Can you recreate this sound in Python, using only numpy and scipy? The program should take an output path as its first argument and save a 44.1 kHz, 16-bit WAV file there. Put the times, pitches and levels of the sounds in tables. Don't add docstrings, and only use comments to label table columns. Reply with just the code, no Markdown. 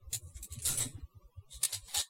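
import sys
import numpy as np
from scipy import signal
from scipy.fft import rfft, irfft
from scipy.io import wavfile
from scipy.ndimage import uniform_filter1d

SR = 44100
rng = np.random.default_rng(int(sys.argv[2]) if len(sys.argv) > 2 else 0)


def bounce(signal):
    frames = np.transpose(np.atleast_2d(signal))
    limited = np.clip(frames, -1, 1)
    pcm = np.round(limited * 32767).astype(np.int16)
    wavfile.write(sys.argv[1], SR, pcm)


N = 92433

# start_s, level_db, rise_s, decay_s, repeat_gap_s,
# bright_hz, lift_db, body_db, low_middle_db, middle_db, top_db
TAP_EVENTS = [(0.1283, -29.5, 0.0016, 0.013, .0155, 7300, 5, -2, 1, -1, 2),
              (0.425, -39, 0.0032, 0.0096, 0.015, 7500, 2, -11.5, -5, -9, 0),
              (.522, -41, .002, 0.0069, 0.012, 7390, 8.5, -7.5, 3, -6, -0.5),
              (.587, -47.5, 0.002, .009, 0.011, 9620, 8, 0, 6.5, -0.5, -11.5),
              (0.6195, -42.5, 0.0013, 0.054, 0.022, 9100, -2, -8, -0.5, -8.5, -4),
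              (0.649, -30, .0015, 0.027, .009, 9500, 0.5, -2, -6, -4.5, -8.5),
              (0.671, -29, 0.0037, 0.0084, 0.015, 8670, -2.5, -3.5, -5, -8, 1.5),
              (0.771, -29.5, 0.0051, .009, 0.0092, 10010, 5, 0.5, 0, -5.5, 0),
              (0.803, -28, .003, .005, 0.016, 7860, 17, -3.5, -5, 1.5, 3),
              (1.6291, -21, 0.0056, 0.0046, .016, 8770, 10, -1.5, 5, 10.5, 4),
              (1.72, -33.5, 0.0095, 0.016, 0.015, 9000, -0.5, 3.5, -0.5, 6.5, -1.5),
              (1.989, -32, 0.0021, 0.0051, 0.015, 8600, 1, 13.5, -9, 12, -14)]
TAP_CLICKS_PER_S, TAP_REPEAT_DB = 3100, -1.5
GRAZE_GROWTH_S, GRAZE_DB = 0.01, -21.5


def taps(t):
    out = np.zeros(N)
    for start_s, level_db, rise_s, decay_s, gap_s, *place in TAP_EVENTS:
        peak_s = start_s + rise_s
        graze = undb(GRAZE_DB) * np.exp(-np.abs(t - peak_s) / GRAZE_GROWTH_S) * (t < peak_s)
        force = graze + envelope(t - start_s, rise_s, 0, decay_s)
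        knock = contact(force, TAP_CLICKS_PER_S, *place)
        out += undb(level_db) * doubled(knock, gap_s, TAP_REPEAT_DB)
    return out


# start_s, level_db, rise_s, hold_s, decay_s,
# bright_hz, lift_db, body_db, low_middle_db, middle_db, top_db
SCRAPE_EVENTS = [(0.207, -63.5, .012, 0.099, 0.018, 10460, 5, -5, -6, -5.5, -1.5),
                 (0.327, -52, 0.042, .004, 0.016, 7020, 14, 4, 0, -3, -9.5),
                 (0.484, -56, 0.026, 0.04, 0.044, 7320, 1, -2.5, 7.5, 0.5, -2.5),
                 (0.673, -36.5, 0.012, 0.03, 0.057, 9030, 2.5, 1.5, -4, -6.5, -8),
                 (.677, -42, 0.0053, 0.027, 0.026, 1403, 32, 0.5, -3.5, -4, -1),
                 (0.764, -36.5, 0.034, 0.027, 0.03, 8190, 5, 9.5, 4, 1.5, -5.5),
                 (0.931, -67.5, 0.016, 0.062, 0.027, 2830, 5, 26.5, 13.5, 10, -0.5),
                 (1.481, -49.5, 0.051, 0.021, .022, 3660, 11, -3, 3, 2, -3.5),
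                 (1.592, -50, 0.038, 0.12, 0.039, 9400, 5.5, 11, 11, 9, -3),
                 (1.785, -59, .067, 0.036, 0.051, 8510, 3, -0.5, 6, 4, -6),
                 (1.868, -51.5, 0.014, 0.097, 0.0076, 4700, 7.5, 12, 9.5, 9, 0),
                 (1.928, -31, 0.022, 0.0038, .014, 812, 20.5, 8, 8, 9.5, 1),
                 (1.953, -31.5, 0.017, .028, .017, 1684, 18, 4, -0.5, 6.5, -7.5)]
SCRAPE_CLICKS_PER_S, SCRAPE_REPEAT_S, SCRAPE_REPEAT_DB = 1300, 0.012, -7.5


def scrapes(t):
    rubs = np.zeros(N)
    for start_s, level_db, rise_s, hold_s, decay_s, *place in SCRAPE_EVENTS:
        force = envelope(t - start_s, rise_s, hold_s, decay_s)
        rubs += undb(level_db) * contact(force, SCRAPE_CLICKS_PER_S, *place)
    return doubled(rubs, SCRAPE_REPEAT_S, SCRAPE_REPEAT_DB)


# freq_hz, gain_db
CONTACT_SPECTRUM = [(150, -19), (300, -27.5), (480, -16), (1100, -15.5), (1500, -21), (2200, -10),
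                    (3300, -8.5), (4000, -2), (5500, -8.5), (7800, 0), (10000, 0.5), (12500, -6),
                    (16000, -15)]
PLACE_HZ = (1200, 2600, 4200, 8300, 13000)
BRIGHT_OCTAVES, CLICK_SPREAD_DB = 0.13, 2
PART_HOLD_S = 0.009


def contact(env, clicks_per_s, bright_hz, lift_db, body_db, low_middle_db, middle_db, top_db,
            parts=2, size=300):
    hits = (rng.random(N) < clicks_per_s / SR) * rng.choice([-1, 1], N)
    hits = hits * undb(CLICK_SPREAD_DB * rng.standard_normal(N))
    local_power = np.abs(uniform_filter1d(hits ** 2, size)) + 1e-9
    clicks = env * hits / np.sqrt(local_power)
    hop = (np.arange(N) / SR / PART_HOLD_S).astype(int)
    part = rng.integers(0, parts, N)[hop]
    place = list(zip(PLACE_HZ, (body_db, low_middle_db, middle_db, 0, top_db)))

    def shape_db(hz):
        octaves = np.log2(hz / bright_hz)
        bright = lift_db * np.exp(-(octaves / BRIGHT_OCTAVES) ** 2)
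        return slope(hz, CONTACT_SPECTRUM) + slope(hz, place) + bright

    rattle = sum(signal.fftconvolve(clicks * (part == k), frame())[:N] for k in range(parts))
    return unit(colour(rattle, shape_db)) * np.sqrt(np.sum(env ** 2))


# freq_hz, relative_db, t60_s
FRAME_MODES = [(843, -8, 0.04), (1290, -7.5, 0.097), (1823, 2.5, 0.064), (3850, -4.5, 0.045),
               (4037, -1, 0.059), (4257, -3, 0.032), (5140, -25, 0.019), (7750, 2, 0.034), (8930, 2, 0.018),
               (9640, 2.5, 0.026)]
CRACK_FADE_S, CRACK_DB, RING_DB = 0.015, 0.5, -9.5


def frame():
    crack = tail(CRACK_FADE_S)
    t = np.arange(len(crack)) / SR
    ring = np.zeros(len(t))
    for freq_hz, relative_db, t60_s in FRAME_MODES:
        swing = np.sin(2 * np.pi * (freq_hz * t + rng.random()))
        ring += undb(relative_db) * unit(fade(t60_s) * swing)
    tick = t == 0
    return tick + undb(CRACK_DB) * crack + undb(RING_DB) * unit(ring)


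# peak_s, pitch_hz, peak_db, width_s (envelope 0.29 of peak at +-width_s)
THUMP_EVENTS = [(0.083, 66.5, -39.5, 0.014), (0.13, 103, -40.5, 0.0051), (0.168, 113, -40.5, 0.02),
                (0.254, 85.2, -43, 0.028), (0.363, 64, -38.5, .012), (.416, 52, -43.5, 0.025),
                (.527, 80, -37.5, 0.015), (0.581, 116.7, -36.5, 0.01), (0.57, 233, -49, .014),
                (0.66, 77.1, -41.5, 0.038), (0.816, 116.9, -34, 0.022), (0.868, 109.5, -42.5, .018),
                (0.865, 255, -39, .012), (.958, 98, -36.5, 0.011), (.988, 289.6, -46, 0.0065),
                (1.04, 68, -35, 0.012), (1.173, 98.1, -44, 0.013), (1.255, 45.75, -49, .02),
                (1.387, 93.2, -38.5, 0.012), (1.564, 58, -43, 0.02), (1.773, 100.2, -46, 0.04),
                (1.838, 47, -44, .012), (1.982, 88.5, -44, 0.014)]


def thumps(t):
    out = np.zeros(N)
    for peak_s, pitch_hz, peak_db, width_s in THUMP_EVENTS:
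        swell = np.exp(1 - np.hypot(1, 2 * (t - peak_s) / width_s))
        swing = np.sin(2 * np.pi * (pitch_hz * (t - peak_s) + rng.random()))
        out += undb(peak_db) * swell * swing
    return out


# time_s, rms_db
JUDDER_LEVEL = [(0, -58.5), (.4, -55.5), (.62, -56), (.72, -43), (.85, -46), (.92, -53.5), (1.12, -61),
                (2.02, -60.5), (2.07, -101)]
# freq_hz, relative_db
JUDDER_SPECTRUM = [(20, 5.5), (45, -7.5), (125, 5), (190, -7), (570, -15), (750, -33), (1500, -49.5)]


def judder(t):
    time_s, rms_db = np.array(JUDDER_LEVEL).T
    return undb(np.interp(t, time_s, rms_db)) * noise(JUDDER_SPECTRUM)


# freq_hz, relative_db
AIR_SPECTRUM = [(20, -7), (170, -1.5), (300, -13), (560, -4.5), (720, -22.5), (1150, -6), (1550, -34.5),
                (2500, -17), (5000, -22), (16000, -24)]
AIR_RMS_DB = -60.5


def room_tone():
    return undb(AIR_RMS_DB) * noise(AIR_SPECTRUM)


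ROOM_FADE_S, ROOM_DB = 0.11, -12


def room(x):
    return undb(ROOM_DB) * signal.fftconvolve(x, tail(ROOM_FADE_S))[:N]


def envelope(t, rise_s, hold_s, decay_s):
    return np.clip(t / rise_s, 0, 1) ** 2 * np.exp(-np.maximum(t - rise_s - hold_s, 0) / decay_s)


def doubled(x, gap_s, db):
    return x + undb(db) * np.pad(x, (int(gap_s * SR), 0))[:N]


def undb(db):
    return 10 ** (np.asarray(db) / 20)


def unit(x):
    return x / np.sqrt(np.sum(x ** 2) + 1e-30)


def slope(hz, points):
    f, db = np.array(points).T
    return np.interp(np.log(hz), np.log(f), db)


def colour(x, db_at, size=4096):
    hz = np.maximum(np.fft.rfftfreq(size, 1 / SR), 1)
    cepstrum = irfft(np.log(undb(db_at(hz))))
    cepstrum[1:size // 2] *= 2
    cepstrum[size // 2 + 1:] = 0
    return signal.fftconvolve(x, irfft(np.exp(rfft(cepstrum))))[:len(x)]


def noise(points):
    white = rng.standard_normal(N)
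    return unit(colour(white, lambda hz: slope(hz, points))) * np.sqrt(N)


def fade(t60_s, size=12000):
    return np.exp(-np.log(1000) * np.arange(size) / SR / t60_s)


def tail(fade_s, size=24):
    env = fade(fade_s)
    spectrum = rfft(env * rng.standard_normal(len(env)))
    local_power = np.convolve(np.abs(spectrum) ** 2, np.hanning(size * 4), "same")
    burst = irfft(spectrum / np.sqrt(local_power))
    return unit(burst * np.sqrt(env))


def scene():
    t = np.arange(N) / SR
    plastic = taps(t) + scrapes(t)
    return (plastic + room(plastic) + thumps(t) + judder(t) + room_tone())[None]


SUPPRESS_OVER_DB = 7.5
SUPPRESS_FLOOR_DB, SUPPRESS_SLOPE = -32, 3


def suppress(x, size=2048):
    overlap = size - size // 4
    z = signal.stft(x, nperseg=size, noverlap=overlap)[2]
    power = uniform_filter1d(np.abs(z) ** 2, size=3, axis=-1).clip(1e-30)
    low_power = np.log(np.percentile(power, 15, axis=-1))
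    quiet = np.exp(uniform_filter1d(low_power, size=5, axis=-1))[..., None]
    over = (power / quiet / undb(SUPPRESS_OVER_DB) ** 2) ** SUPPRESS_SLOPE
    gain = np.maximum(over / (1 + over), undb(SUPPRESS_FLOOR_DB))
    return signal.istft(z * gain, nperseg=size, noverlap=overlap)[1][..., :N]


TOP_HZ = 16000


def record(dry):
    lowpass = signal.ellip(10, .2, 80, TOP_HZ, fs=SR, output="sos")
    return signal.sosfilt(lowpass, suppress(dry))


dry = scene()
out = record(dry)
bounce(out)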